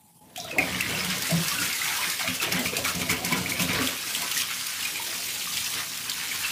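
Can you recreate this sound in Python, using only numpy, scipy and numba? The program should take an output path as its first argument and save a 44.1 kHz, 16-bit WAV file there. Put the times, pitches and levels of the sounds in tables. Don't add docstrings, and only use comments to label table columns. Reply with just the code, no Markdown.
import sys
import numpy as np
from scipy import signal
from scipy.io import wavfile
from scipy.ndimage import uniform_filter1d
from numba import njit

SR = 44100
rng = np.random.default_rng(int(sys.argv[2]) if len(sys.argv) > 2 else 0)


def output_pcm(signal):
    pcm = np.clip(np.atleast_2d(signal).T, -1, 1) * 32767
    wavfile.write(sys.argv[1], SR, np.round(pcm).astype(np.int16))


N = 287091


def gain_of(db):
    return 10 ** (np.asarray(db) / 20)


def evened(x):
    return x / np.sqrt(np.mean(x ** 2) + 1e-20)


def smoothed_twice(x, size):
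    return uniform_filter1d(uniform_filter1d(x, size=size), size=size)


def read(points, hz):
    f, value = np.transpose(points)
    return np.interp(np.log(hz + 1), np.log(f + 1), value)


def hiss(spectrum, patchy_db, flicker_db):
    frames, hz = N // 128 + 5, np.fft.rfftfreq(512, 1 / SR)
    a, b, patches = rng.standard_normal((frames, 257, 3)).T
    patches = uniform_filter1d(patches, size=8, axis=0)
    patches = evened(uniform_filter1d(patches, size=10, axis=1))
    flicker = evened(uniform_filter1d(rng.standard_normal(frames), size=3))
    level_db = read(spectrum, hz)[:, None] + patchy_db * patches + flicker_db * flicker
    spectra = (a + 1j * b) * gain_of(level_db)
    return evened(signal.istft(spectra, nperseg=512, noverlap=384)[1][:N])


# pitch in Hz, relative level in dB per Hz.
QUIET = [(24, -52), (40, -4), (162, 3.5), (562, -19), (859, -4), (1310, -24), (1960, -19.5), (6640, -17.5),
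         (9890, -9), (15500, -16)]
QUIET_DB = -57


def quiet_room():
    return gain_of(QUIET_DB) * hiss(QUIET, patchy_db=2.5, flicker_db=1.5)


def pipe(curve, size):
    s, db, hz = np.transpose(curve)
    t = np.arange(N) / SR
    a, b = smoothed_twice(rng.standard_normal((2, N)), size)
    turns = 2 * np.pi * np.cumsum(np.interp(t, s, hz)) / SR
    note = evened(a * np.cos(turns) + b * np.sin(turns))
    return gain_of(np.interp(t, s, db, left=-120, right=-120)) * note


# time in seconds, level in dB, pitch in Hz.
MURMUR = [(0, -72, 840), (.08, -65, 835), (.13, -75, 840), (.2, -61, 835), (.27, -61, 880), (.33, -70, 850)]


def murmur():
    return pipe(MURMUR, size=900)


@njit
def ring(n, sr, start, size, hz, t60, glide, rise):
    out = np.zeros(n)
    for i in range(len(start)):
        for k in range(min(int(t60[i] * sr), n - start[i])):
            t = k / sr
            swell = (1 - np.exp(-hz[i] * t / rise)) ** 2
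            fade = np.exp(-np.log(1000) * t / t60[i])
            turns = hz[i] * t * (1 + glide[i] * t / t60[i])
            out[start[i] + k] += size[i] * swell * fade * np.sin(2 * np.pi * turns)
    return out


# start in seconds, level in dB before the swell and fade, pitch in Hz.
PLOPS = [(0.09, -51, 167), (0.376, -25, 710), (0.447, -33, 1300), (0.479, -28, 2940), (0.51, -21, 2540),
         (0.526, -24, 520), (0.549, -28, 550), (0.569, -29, 690), (0.577, -25, 273), (0.583, -20, 732),
         (0.5839, -8, 2530), (0.5839, -5, 2110), (0.5837, -17.5, 7300), (0.5912, -10, 2370),
         (0.627, -14, 2280), (0.8005, -19, 2210), (0.8074, -10.5, 2610), (0.918, -20, 183),
         (0.948, -17, 2660), (1.042, -25, 177), (1.047, -19, 3130), (1.102, -12.5, 5130), (1.307, -22, 660),
         (1.313, -15, 167), (1.514, -23, 1140), (1.584, -30.5, 284), (1.586, -16, 2700), (1.616, -16, 1405),
         (1.815, -15, 2010), (1.957, -30, 1570), (1.987, -22, 980), (2.04, -19, 2160), (2.131, -22, 1700),
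         (2.193, -29, 745), (2.241, -23.5, 673), (2.271, -32, 92), (2.721, -42, 89.5), (2.277, -34, 172),
         (2.276, -11.5, 2290), (2.4, -14.5, 2630), (2.429, -19, 1390), (2.474, -24, 647),
         (2.522, -16, 2130), (2.546, -17, 1900), (2.578, -18, 1950), (2.581, -21, 247), (2.658, -12, 2280),
         (2.8493, -14, 2290), (3.016, -18, 2220), (3.097, -11, 2180), (3.108, -12, 2250),
         (3.098, -23.5, 86), (3.2462, -25, 2200), (3.309, -17.5, 985), (3.321, -17, 1010),
         (3.311, -22.5, 238), (3.324, -11, 2220), (3.363, -22.5, 184), (3.4597, -12, 2210),
         (3.5191, -14.5, 2200), (3.593, -24.5, 254), (3.5962, -19, 2500), (3.7047, -28, 2180),
         (3.793, -19, 258), (3.796, -29, 666), (4.223, -24, 963), (4.318, -19, 2730), (4.3678, -14.5, 1810),
         (4.8273, -19, 2760), (4.8525, -15, 2390), (4.996, -25, 955), (5.471, -24, 1144),
         (5.5824, -22, 2280), (6.079, -26, 2530), (6.314, -16, 2250), (6.4465, -16, 2620)]
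PLOP_T60_S, PLOP_SLOPE = 0.045, 0.96
TWIN_DB, TWIN_LAG_CYCLES, TWIN_DETUNE = -5, 12, 0.07


def plops():
    s, db, hz = np.transpose(PLOPS)
    lag, off = rng.random((len(s), 2)).T
    twin_s = s + TWIN_LAG_CYCLES * lag / np.maximum(hz, 1000)
    twin_hz = hz * (1 + TWIN_DETUNE * (2 * off - 1))
    s, db, hz = np.r_[s, twin_s], np.r_[db, db + TWIN_DB], np.r_[hz, twin_hz]
    t60 = np.clip(PLOP_T60_S * (1000 / hz) ** PLOP_SLOPE, .004, .25)
    start = (s * SR).astype(np.int64)
    return ring(N, SR, start, gain_of(db), hz, t60, np.full(len(s), .04), 1.8)


# time in seconds, then levels in dB before the room adds its echoes,
# for spray, small bubbles, the jet's drumming, and large air pockets.
STREAM = [(0.21, -69, -72, -61, -65), (0.345, -64, -60, -56, -62), (0.38, -44, -44.5, -50, -72),
          (0.43, -46, -60, -48, -56), (0.51, -45, -39, -47, -57), (0.571, -50, -53, -39, -32.5),
          (0.6, -37, -37, -36.5, -38), (0.76, -37, -37, -37, -51), (1.0, -34, -36.5, -39.5, -50),
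          (1.205, -34, -37, -39.5, -49), (1.25, -32, -38, -44, -56), (1.6, -30.5, -37.5, -43.5, -51),
          (1.8, -31, -36.5, -54, -65), (2.05, -30, -34.5, -46, -50.5), (2.17, -34.5, -37.5, -51, -61.5),
          (2.6, -37, -45, -46, -59), (3.06, -37, -39, -40.5, -44), (3.68, -35, -39, -40.5, -46.5),
          (3.8, -35.5, -38, -47, -37), (4.0, -34, -43.5, -53, -59.5), (4.2, -32.5, -42, -46.5, -60),
          (4.5, -33.5, -39, -52.5, -66), (5.12, -32.5, -41.5, -51.5, -53), (5.36, -32.5, -43.5, -52, -57),
          (5.59, -31, -42, -49, -68), (5.91, -35, -41.5, -49, -63), (6.27, -33.5, -41.5, -50.5, -61),
          (6.51, -30.5, -38, -50, -61)]
# start in seconds, length in seconds before the fall begins,
# then levels in dB for the same four layers as the stream.
SLUGS = [(0.888, 0.039, -35, -38, -34.5, -39), (1.285, 0.087, -47, -41.5, -32.5, -43),
         (1.601, 0.048, -30, -46, -43, -47), (1.813, 0.041, -47, -36, -52, -54),
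         (2.102, 0.03, -32, -45, -61, -67), (2.183, 0.035, -33.5, -31.5, -59, -60),
         (2.267, 0.02, -33.5, -34.5, -34, -63), (2.339, 0.029, -32, -38, -52, -49),
         (2.41, 0.032, -31.5, -31, -57, -41.5), (2.46, 0.02, -49, -37, -38, -39.5),
         (2.509, 0.063, -35.5, -33.5, -35, -49), (2.57, 0.065, -38, -39, -46, -42.5),
         (2.642, 0.02, -28, -39, -36, -58), (2.718, 0.021, -41, -33, -41, -38.5),
         (2.766, 0.027, -32, -34, -34, -40.5), (2.836, 0.059, -29.5, -32.5, -42, -58),
         (2.94, 0.037, -40, -49, -34, -61), (2.989, 0.033, -31.5, -34.5, -37.5, -58),
         (3.086, 0.036, -28, -28, -28.5, -51), (3.234, 0.037, -35, -41, -30, -48),
         (3.306, 0.071, -38.5, -32, -32, -42), (3.355, 0.035, -35, -45, -47, -48),
         (3.488, 0.031, -30.5, -41, -48, -56), (3.586, 0.047, -29, -31.5, -30, -64),
         (3.679, 0.11, -50, -31.5, -32, -41), (3.723, 0.031, -34, -40, -45, -52),
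         (3.805, 0.1, -33, -36.5, -50, -53), (4.06, 0.14, -34.5, -44.5, -51, -55),
         (4.202, 0.051, -39, -36.5, -54, -47.5), (4.332, 0.087, -30.5, -55, -56, -61),
         (5.699, 0.12, -38, -42, -50, -54)]
SLUG_RISE_S, SLUG_FALL_DB_PER_S = 0.011, 428


def flow(order):
    t, rows = np.arange(N) / SR, np.transpose(STREAM)
    power = gain_of(np.interp(t, rows[0], rows[order], left=-120)) ** 2
    age = np.arange(SR // 3) / SR
    for start, length, *db in SLUGS:
        rise = np.minimum(age / SLUG_RISE_S, 1)
        fall = gain_of(-SLUG_FALL_DB_PER_S * np.maximum(age - length, 0))
        power[round(start * SR):][:len(age)] += (gain_of(db[order - 1]) * rise * fall) ** 2
    return np.sqrt(power)


def swarm(spectrum, per_s, cycles, spread_db, glide):
    moment, pitch, loud, length, climb = rng.random((int(per_s * N / SR), 5)).T
    lowest, highest = spectrum[0][0], spectrum[-1][0]
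    hz = lowest * (highest / lowest) ** pitch
    size = gain_of(read(spectrum, hz) + spread_db * np.minimum(-np.log(1 - loud), 3.3))
    t60 = cycles * (.5 + length) / hz
    return evened(ring(N, SR, (moment * N).astype(np.int64), size, hz, t60, glide * climb, 0.48))


# pitch in Hz, relative level in dB (per Hz for the hiss).
SPRAY = [(1470, -24.5), (2500, -4), (3240, -4), (4710, -2), (5120, -1.5), (6800, -3), (14500, -8),
         (15500, -8)]


def spray():
    ticks = swarm(SPRAY, per_s=3000, cycles=2.77, spread_db=5.5, glide=0.051)
    fizz = hiss(SPRAY, patchy_db=1.8, flicker_db=1.32) + gain_of(-6.5) * ticks
    return flow(order=1) * evened(fizz)


# pitch in Hz, relative level in dB.
BUBBLES = [(800, -15.5), (1010, -12.5), (1300, -6), (1700, -3.5), (2230, -1), (2800, 1), (3800, 0),
           (6000, -6), (9000, -40)]
# pitch in Hz, relative level in dB.
POCKETS = [(300, -9), (450, -9.5), (550, -8.5), (670, 0), (780, -20), (950, -6)]
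HOLLOW_HZ, HOLLOW_WIDTH_HZ, HOLLOW_DB = 2208, 67, -1


def churn():
    small = swarm(BUBBLES, per_s=1600, cycles=20.3, spread_db=3.0, glide=0.2)
    large = swarm(POCKETS, per_s=700, cycles=30.5, spread_db=4.0, glide=0.41)
    b, a = signal.iirpeak(HOLLOW_HZ, HOLLOW_HZ / HOLLOW_WIDTH_HZ, SR)
    small = small + gain_of(HOLLOW_DB) * signal.lfilter(b, a, small)
    clumps = gain_of(2.1 * evened(smoothed_twice(rng.standard_normal(N), 1500)))
    return flow(order=2) * evened(clumps * small) + flow(order=4) * large


# pitch in Hz, width in Hz (wider dies sooner), relative level in dB.
LOW_NOTES = [(91.6, 4.8, -3.5), (120.3, 7.1, 1), (158, 9.4, -4), (181.5, 15.3, 11.5), (224, 15, 2),
             (254.4, 10.7, 6.5), (278, 33, 1), (361, 25, -7), (436.3, 13.2, -0.5), (536, 4.3, -7),
             (679, 56, -1.5), (1005, 8.3, 0)]


def drumming():
    lumps = gain_of(2.5 * evened(uniform_filter1d(rng.standard_normal(N), size=900)))
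    drive = flow(order=3) * evened(lumps * rng.standard_normal(N))
    t = np.arange(SR // 3) / SR
    modes = np.zeros(len(t))
    for hz, width, db in LOW_NOTES:
        modes += gain_of(db) * np.exp(-np.pi * width * t) * np.sin(2 * np.pi * hz * t)
    return signal.oaconvolve(drive, modes / np.linalg.norm(modes))[:N]


# start in seconds, level in dB before the rise and fade.
SLAPS = [(0.36, -29), (0.375, -23.5), (0.443, -29), (0.5095, -28), (0.583, -15.5), (0.8084, -15.5),
         (1.047, -15.5), (1.1021, -21), (1.1805, -19), (1.2206, -17.5), (1.3072, -15), (1.481, -15),
         (1.6, -18), (1.7278, -19), (1.843, -18), (2.099, -13.5), (2.426, -19), (2.5228, -14), (2.592, -16),
         (2.7665, -12), (2.849, -21), (2.9504, -17.5), (3.015, -18), (3.0916, -32), (3.112, -11),
         (3.247, -13.5), (3.322, -15.5), (3.502, -26), (3.62, -15), (3.7311, -17), (3.818, -21),
         (3.873, -17), (4.218, -16), (4.314, -12.5), (4.375, -14), (4.666, -17), (4.851, -19), (5.536, -22),
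         (5.5705, -16.5), (5.6433, -23), (5.737, -18), (5.973, -23), (6.0962, -17)]
SLAP_RISE_S, SLAP_T60_S = 0.002, 0.024


def slaps():
    t, shape = np.arange(4000) / SR, np.zeros(N + 4000)
    for s, db in SLAPS:
        rise = 1 - np.exp(-t / SLAP_RISE_S)
        shape[round(s * SR):][:4000] += rise * gain_of(db - 60 * t / SLAP_T60_S)
    return shape[:N] * hiss(SPRAY, patchy_db=1.5, flicker_db=1.2)


# time in seconds, level in dB, pitch in Hz.
SPURT = [(.36, -60, 3210), (.37, -40, 3300), (.40, -42, 3750), (.46, -43.5, 3700), (.52, -50, 3520)]


def spurt():
    return pipe(SPURT, size=60)


# start in seconds, level in dB before the swell and fade,
# centre pitch in Hz.
SPLATS = [(0.3608, -23.5, 2850), (0.4008, -19, 5500), (1.728, -16, 4470), (2.7667, -14.5, 3980),
          (3.873, -15, 3050), (4.1496, -14.5, 2930), (4.3138, -19, 3620), (4.4015, -19, 3100),
          (5.15, -22, 2600), (5.288, -26, 2300), (5.4, -39, 3800), (5.464, -21, 5000), (5.5702, -17, 2640),
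          (5.644, -16, 6300), (6.0967, -17, 4600), (6.117, -18, 3640)]
SPLAT_S, SPLAT_CYCLES, SPLAT_SCATTER = 0.005, 16, 0.12


def splats(count=6):
    s, db, hz = np.transpose(SPLATS)[:, :, None]
    when, off = rng.random((len(SPLATS), count, 2)).transpose(2, 0, 1)
    when = when * np.arange(count) / count
    place = np.arange(count) * 0.604 % 1 + off / count
    hz = (hz * (1 + SPLAT_SCATTER * (2 * place - 1))).ravel()
    start = ((s + SPLAT_S * when) * SR).astype(np.int64).ravel()
    size = gain_of(db - 4.9 * when).ravel()
    return ring(N, SR, start, size, hz, SPLAT_CYCLES / hz, np.full(len(hz), .1), 0.54)


# time in seconds, level in dB before the flutter, pitch in Hz.
GROAN = [(.372, -62, 692), (.38, -40, 706), (.44, -47, 709), (.455, -42, 660), (.50, -43, 660),
         (.525, -60, 595)]
THROB_HZ, THROB_DEPTH = 56, 0.6


def groan():
    throb = 1 + THROB_DEPTH * np.sin(2 * np.pi * THROB_HZ * np.arange(N) / SR)
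    return throb * pipe(GROAN, size=900)


# start in seconds, length in seconds,
# highest level in dB before the swell and fade, first pitch in Hz, last pitch in Hz (before the scatter).
GURGLES = [(.403, 0.039, -32, 5460, 5600), (.905, 0.055, -36, 447, 680), (0.741, 0.14, -17.5, 2070, 2100),
           (0.967, 0.058, -32, 2650, 2620), (0.988, 0.028, -18, 5000, 5060),
           (1.116, 0.018, -28, 2040, 2100), (1.368, .015, -24, 5050, 5100),
           (1.248, 0.039, -25.5, 2000, 2060), (1.458, 0.031, -28, 1440, 1820),
           (1.547, .075, -22, 1430, 1540), (1.619, 0.021, -27, 1650, 1720), (1.7, 0.077, -21, 2120, 2080),
           (1.798, 0.031, -31, 1280, 1306), (1.853, 0.091, -29.5, 890, 816),
           (1.932, .04, -26.5, 1490, 1590), (1.991, 0.022, -32, 950, 1040), (2.02, 0.036, -22, 2050, 2200),
           (2.05, .035, -27, 1640, 1690), (2.435, 0.046, -25, 1600, 2380),
           (2.524, 0.079, -19.5, 2710, 1980), (2.664, 0.038, -22, 2220, 2580),
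           (2.728, 0.057, -20, 2380, 2440), (3.692, 0.027, -19, 2200, 2200), (3.74, .03, -22, 2200, 2480),
           (4.372, .04, -28, 1910, 1950), (4.397, 0.039, -21.5, 3050, 3150),
           (4.831, 0.045, -28, 2260, 2300), (4.946, 0.028, -25, 2380, 2320),
           (5.396, 0.023, -21, 4500, 2780), (5.28, 0.027, -29, 2200, 3080), (5.564, 0.024, -19, 2290, 3400),
           (6.128, 0.056, -26, 3200, 2400), (6.287, 0.074, -27.5, 2260, 2300)]
GURGLE_CYCLES, GURGLE_SCATTER, GURGLE_SPREAD_DB = 29.6, 0.037, 7.5


def gurgles(count=10):
    s, length, db, first, last = np.transpose(GURGLES)[:, :, None]
    when, size, off = rng.random((len(GURGLES), count, 3)).transpose(2, 0, 1)
    when = (np.arange(count) + when) / count
    glide_hz = first + (last - first) * when
    hz = (glide_hz * (1 + GURGLE_SCATTER * (2 * off - 1))).ravel()
    start = ((s + length * when) * SR).astype(np.int64).ravel()
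    size = gain_of(db - GURGLE_SPREAD_DB * size).ravel()
    return ring(N, SR, start, size, hz, GURGLE_CYCLES / hz, np.full(len(hz), .08), 0.57)


# time in seconds, level in dB, pitch in Hz.
SQUEAL = [(.505, -60, 2550), (.515, -38, 2540), (.55, -38, 2500), (.575, -59, 2520)]


def squeal():
    return pipe(SQUEAL, size=700)


# pitch in Hz, time to fall by 60 dB in seconds.
TILES = [(100, 0.44), (500, 0.37), (2000, 0.27), (6000, 0.084), (14000, 0.2)]
# typical delay in seconds, level in dB.
ECHOES = [(.0025, -13), (.0063, -9), (0.0097, -10), (.024, -14.5)]


def reflections(tail_db):
    taps = np.zeros(SR // 4)
    at = np.arange(300, SR // 4 - 20, 20)
    taps[at + rng.integers(0, 20, len(at))] = rng.choice([-1., 1.], len(at))
    hz, t, z = signal.stft(taps, SR, nperseg=256)
    fade = gain_of(-60 * t / read(TILES, hz)[:, None])
    tail = signal.istft(z * fade, SR, nperseg=256)[1]
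    response = gain_of(tail_db) * tail / np.linalg.norm(tail)
    for s, db in ECHOES:
        response[round(s * SR * rng.uniform(.93, 1.07))] += gain_of(db)
    return response


def bathroom(x, tail_db, count=19):
    spot = np.arange(N) / SR * 40
    out = x.copy()
    for k in range(count):
        away = abs((spot - k + count / 2) % count - count / 2)
        share = np.clip(1 - away, 0, 1)
        out += signal.oaconvolve(x * share, reflections(tail_db))[:N]
    return out


SPRAY_WET, SINGLES_WET = 0.59, 0.66


def scene():
    bright = spray() + slaps()
    singles = plops() + gurgles() + splats()
    water = SPRAY_WET * bright + churn() + SINGLES_WET * singles
    near = (1 - SPRAY_WET) * bright + (1 - SINGLES_WET) * singles
    tap = murmur() + groan() + squeal() + spurt()
    mono = bathroom(water, tail_db=-2.5) + near + drumming() + tap + quiet_room()
    return np.array([mono, mono])


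BASS_CUT_HZ, EDGE_HZ = 75.6, 15480


def record(dry):
    bass_cut = signal.butter(N=4, Wn=BASS_CUT_HZ, btype="highpass", fs=SR, output="sos")
    thin = signal.sosfilt(bass_cut, dry)
    treble_cut = signal.firwin(511, EDGE_HZ, window=("kaiser", 9), fs=SR)
    return signal.oaconvolve(thin, treble_cut[None], "same")


dry = scene()
out = record(dry)
output_pcm(out)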